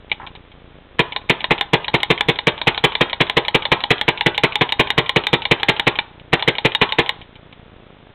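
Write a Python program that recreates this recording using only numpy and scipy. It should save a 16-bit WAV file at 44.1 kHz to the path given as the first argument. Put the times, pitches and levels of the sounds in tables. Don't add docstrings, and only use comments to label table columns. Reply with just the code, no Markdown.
import sys
import numpy as np
from scipy import signal
from scipy.fft import rfft, irfft
from scipy.io import wavfile

SR = 44100
rng = np.random.default_rng(int(sys.argv[2]) if len(sys.argv) > 2 else 0)


def store_wav(level_fs):
    pcm = np.round(np.clip(np.atleast_2d(level_fs), -1, 1) * 32767)
    wavfile.write(sys.argv[1], SR, pcm.T.astype(np.int16))


N = 359194
TIME = np.arange(N) / SR
AGE = TIME[:SR // 4]
BAND_EDGE_HZ = 4090

# (shot time [s], bolt closing time [s], relative force of closing [dB])
FIRING_CYCLES = [(0.993, 1.163, -11), (1.297, 1.443, -5.5), (1.508, 1.611, -1), (1.734, 1.882, -8),
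                 (1.941, 2.032, -1), (2.103, 2.209, 0.5), (2.286, 2.389, -7), (2.471, 2.616, -11.5),
                 (2.671, 2.778, -10), (2.84, 2.953, -3.5), (3.009, 3.131, -6), (3.205, 3.298, -0.5),
                 (3.369, 3.483, -4.5), (3.546, 3.654, -4.5), (3.718, 3.839, -7), (3.906, 4.013, -4),
                 (4.081, 4.21, -.5), (4.262, 4.379, 0.5), (4.436, 4.556, -0.5), (4.611, 4.723, -3.5),
                 (4.795, 4.904, -.5), (4.979, 5.094, -0.5), (5.161, 5.269, 0), (5.331, 5.454, -4),
                 (5.512, 5.632, -2), (5.686, 5.797, -2.5), (5.869, 5.989, 0.5), (6.33, 6.425, -6.5),
                 (6.477, 6.584, -6.5), (6.649, 6.75, -1), (6.815, 6.923, -4.5), (6.986, 7.093, -1.5)]
# (frequency [Hz], relative level [dB], t60 [s])
BARREL_MODES = [(88, -38, 0.038), (128.2, -9.5, 0.065), (175.6, -8, 0.05), (258.5, -13.5, 0.072),
                (345.5, -14.5, 0.099), (402.4, -17, 0.13), (455.3, -7.5, 0.064), (529, -11.5, 0.042),
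                (601, -19.5, 0.097)]
# (frequency [Hz], relative level per Hz [dB])
GAS_SPECTRUM = [(40, -10.5), (280, -13), (520, -8), (830, -2), (1060, -3.5), (1230, -10), (1550, -9.5),
                (1900, -1.5), (2380, 0.5), (2700, -5), (3100, -3), (3700, -9), (4400, -9)]
BLAST_DB, THUMP_DB, SHOT_SPREAD_DB = -3, 2.5, 0.93


def shots(lead_s=0.001339, thump_lead_s=0.00038, rise_s=0.0011, dwell_s=0.011, gas_t60=0.06,
          hammer_db=-24, hammer_s=0.0064, hammer_t60=0.084):
    out = np.zeros(N)
    for shot_s, _, _ in FIRING_CYCLES:
        blast_db, thump_db = rng.normal([BLAST_DB, THUMP_DB], SHOT_SPREAD_DB)
        opening = np.minimum(AGE / rise_s, 1) ** 2
        flow = opening * fade(AGE - roughly(dwell_s), gas_t60)
        blast = flow * noise(GAS_SPECTRUM, len(AGE))
        hammer = fade(AGE, hammer_t60) * noise(GAS_SPECTRUM, len(AGE))
        thump = ring(BARREL_MODES, rng.normal(0, 0.95, len(BARREL_MODES)), detune=0.0063)
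        add(out, shot_s - hammer_s, from_db(blast_db + hammer_db) * hammer)
        add(out, shot_s - lead_s, from_db(blast_db) * blast)
        add(out, shot_s - thump_lead_s, -from_db(thump_db) * thump)
    return out


# (frequency [Hz], relative level [dB], t60 [s])
MARKER_BODY_MODES = [(452, -24.5, 0.045), (610, -14.5, 0.012), (829.7, -19.5, 0.096), (911, -17, 0.041),
                     (1045, -16.5, 0.031), (1520, -35, 0.013), (1837, 0, 0.0049), (2180, 1.5, 0.0055),
                     (2341, -5.5, 0.015), (2924, -8.5, 0.013), (3388, -8.5, 0.016), (3656, -11, 0.034),
                     (4120, -2.5, 0.0053)]


def recock(stop_db=-6, travel_s=0.0105):
    out = np.zeros(N)
    for shot_s, _, _ in FIRING_CYCLES:
        knock = contact(MARKER_BODY_MODES, rebound_s=0.0036, rebound_db=-11, rattle_db=-18, rattle_t60=0.1)
        add(out, shot_s + travel_s, from_db(stop_db) * knock)
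    return out


LOW_MODES_DB, TOP_MODES_DB = -5, -3
LOW_DB_PER_DB, TOP_DB_PER_DB = 0.83, 0.89


def bolt(bolt_db=2, slide_db=-26, slide_s=0.012, bolt_lead_s=0.0005):
    out = np.zeros(N)
    for _, close_s, force_db in FIRING_CYCLES:
        low_db = LOW_MODES_DB - LOW_DB_PER_DB * force_db
        top_db = TOP_MODES_DB - TOP_DB_PER_DB * force_db
        slide = contact(TRIGGER_PART_MODES, rebound_s=0.002, rebound_db=-6, rattle_db=-16, rattle_t60=0.02)
        clack = contact(MARKER_BODY_MODES, rebound_s=0.003, rebound_db=-7.5, rattle_db=-20,
                        rattle_t60=0.088, low_db=low_db, top_db=top_db)
        add(out, close_s - slide_s, from_db(force_db + slide_db) * slide)
        add(out, close_s - bolt_lead_s, from_db(force_db + bolt_db) * clack)
    return out


# (time [s], relative level [dB])
FINGER_TICKS = [(0.0987, -24), (0.1168, -1.5), (0.2665, -20), (0.2713, -19), (0.3529, -20.5),
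                (0.5174, -32.5), (1.2161, -29), (6.1983, -27.5), (7.2153, -21), (7.3548, -24.5),
                (7.527, -26.5)]
# (frequency [Hz], relative level [dB], t60 [s])
TRIGGER_PART_MODES = [(858, -15, 0.025), (1780, -15, 0.0083), (2310, -6.5, 0.0096), (2966, -8.5, 0.014),
                      (3190, -7, 0.012), (3760, -4.5, 0.0046)]
RESET_DB, RESET_SPREAD_DB = -11, 0.5
RESET_LEAD_S, RESET_LEAD_SHARE = 0.0155, 0.145


def trigger(trigger_db=-2, trigger_lead_s=0.00056):
    out, resets = np.zeros(N), []
    for shot_s, close_s, _ in FIRING_CYCLES:
        reset_s = close_s - RESET_LEAD_S - RESET_LEAD_SHARE * (close_s - shot_s)
        resets.append((reset_s, rng.normal(RESET_DB, RESET_SPREAD_DB)))
    for s, db in resets + FINGER_TICKS:
        tick = contact(TRIGGER_PART_MODES, rebound_s=0.009, rebound_db=-9.5, rattle_db=-7.5, rattle_t60=0.06)
        add(out, s - trigger_lead_s, from_db(db + trigger_db) * tick)
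    return out


# (time [s], level [dB])
HAND_KNOCKS = [(0.199, -25.5), (0.217, -26), (0.231, -30), (0.241, -31.5), (0.268, -31)]
# (frequency [Hz], relative level [dB], t60 [s])
GRIP_PART_MODES = [(825, -2.5, 0.027), (1040, -3, 0.021), (1300, -7.5, 0.017), (1760, -1.5, 0.0062)]


def hand():
    out = np.zeros(N)
    for s, db in HAND_KNOCKS:
        knock = contact(GRIP_PART_MODES, rebound_s=0.0036, rebound_db=-21, rattle_db=-9.5, rattle_t60=0.11)
        add(out, s, from_db(db) * knock)
    return out


# (frequency [Hz], relative level per Hz [dB])
DECK_SPECTRUM = [(60, -33), (450, -3), (700, -4.5), (880, 5.5), (1050, -5.5), (1300, 5), (2200, -15.5),
                 (3500, -1), (4500, -7)]
# (frequency [Hz], relative level per Hz [dB])
GARDEN_SPECTRUM = [(30, -2), (150, -9), (450, -8.5), (750, 1.5), (920, 4), (1100, 3), (1400, 4.5),
                   (2200, -8.5), (3500, -2), (4500, -10)]


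def garden(x):
    deck = scatter(x, DECK_SPECTRUM, wet_db=-13, t60=0.11, near_s=0.0051, build_s=0.0068)
    trees = scatter(x, GARDEN_SPECTRUM, wet_db=-14.5, t60=0.48, near_s=0.0072, build_s=0.024)
    return deck + trees


# (pulse rate [1/s], delay [s], width [s], relative level [dB], jitter [s])
BUZZ_TRAINS = [(29.63, 0.0016, 0.0056, -36.5, 0.00036), (29.66, 0.013, 0.0014, -34.5, 0.00026),
               (48.6, 0.00528, 0.0015, -35, .0012)]


def buzz(uneven_db=3):
    out = np.zeros(N)
    for k, (rate, delay_s, width_s, db, jitter_s) in enumerate(BUZZ_TRAINS):
        jump = np.minimum(AGE / width_s * 6, 1)
        ramp = np.maximum(1 - AGE / width_s, 0)
        pulse = -(-1) ** k * jump * ramp
        for s in np.arange(delay_s, TIME[-1] - 0.02, 1 / rate):
            late_s = jitter_s * rng.standard_normal()
            add(out, s + late_s, from_db(db + uneven_db * rng.standard_normal()) * pulse)
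    return out - out.mean()


# (frequency [Hz], relative level per Hz [dB])
HISS_SPECTRUM = [(20, -29), (150, -20), (450, -15), (900, -18), (1500, -20), (2800, -22.5), (3500, -21),
                 (4300, -32.5)]


def hiss():
    return noise(HISS_SPECTRUM, N)


def contact(modes, rebound_s, rebound_db, rattle_db, rattle_t60, low_db=0, top_db=0, spread_db=1.54):
    hz = np.array(modes)[:, 0]
    grains = rng.standard_normal(len(AGE)) * (rng.random(len(AGE)) < 0.04)
    force = from_db(rattle_db) * grains * fade(AGE, rattle_t60)
    add(force, 0, np.ones(1))
    add(force, roughly(rebound_s), from_db([rebound_db]))
    low_weight = 1 / (1 + (hz / 1600) ** 4)
    top_weight = 1 / (1 + (3400 / hz) ** 10)
    colour_db = low_db * low_weight + top_db * top_weight
    gains_db = colour_db + rng.normal(0, spread_db, len(hz))
    return signal.fftconvolve(force, ring(modes, gains_db, detune=0.012))[:len(AGE)]


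def ring(modes, gains_db, detune):
    hz, db, t60 = np.transpose(modes)
    hz = hz * (1 + detune * rng.standard_normal(len(hz)))
    heights = from_db(db + gains_db) * (-1) ** np.arange(len(hz))
    tones = np.sin(2 * np.pi * hz[:, None] * AGE)
    return heights @ (tones * fade(AGE, t60[:, None]))


def scatter(x, spectrum, wet_db, t60, near_s, build_s, count=4):
    t, out = TIME[:SR * 3 // 5], np.zeros(N)
    for k in range(count):
        share = np.sqrt(np.maximum(1 - np.abs((TIME * 5 - k + 1) % count - 1), 0))
        echoes = noise(spectrum, len(t)) * np.clip((t - near_s) / build_s, 0, 1) * fade(t, t60)
        echoes /= np.sqrt(np.sum(echoes ** 2) * SR / 2 / BAND_EDGE_HZ)
        out += signal.oaconvolve(x * share, echoes)[:N]
    return from_db(wet_db) * out


def noise(spectrum, size):
    hz, db = np.transpose(spectrum)
    bins = np.maximum(np.fft.rfftfreq(size, 1 / SR), 1)
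    gains = from_db(np.interp(np.log(bins), np.log(hz), db))
    x = irfft(rfft(rng.standard_normal(size)) * gains, size)
    return x / np.std(x)


def fade(t, t60):
    return np.exp(-np.log(1000) * np.maximum(t, 0) / t60)


def roughly(value):
    return value * rng.uniform(0.75, 1.25)


def from_db(db):
    return 10 ** (np.asarray(db) / 20)


def add(track, s, sound):
    start = max(round(s * SR), 0)
    track[start:start + len(sound)] += sound[:N - start]


def scene(hiss_db=-50, buzz_db=2, carry_db=-5):
    muzzle = shots()
    parts = recock() + bolt() + trigger() + hand()
    echoes = garden(muzzle + from_db(carry_db) * parts)
    background = from_db(hiss_db) * hiss() + from_db(buzz_db) * buzz()
    return (muzzle + parts + echoes + background)[None]


def record(dry, preamp_top=0.92, clip_top=0.72, cutoff_hz=16300):
    driven = dry / (1 + (dry / preamp_top) ** 4) ** (1 / 4)
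    narrow = signal.sosfiltfilt(signal.butter(16, BAND_EDGE_HZ, fs=SR, output="sos"), driven)
    clipped = np.clip(narrow, -clip_top, clip_top)
    return signal.sosfilt(signal.ellip(10, 0.1, 90, cutoff_hz, fs=SR, output="sos"), clipped)


dry = scene()
out = record(dry)
store_wav(out)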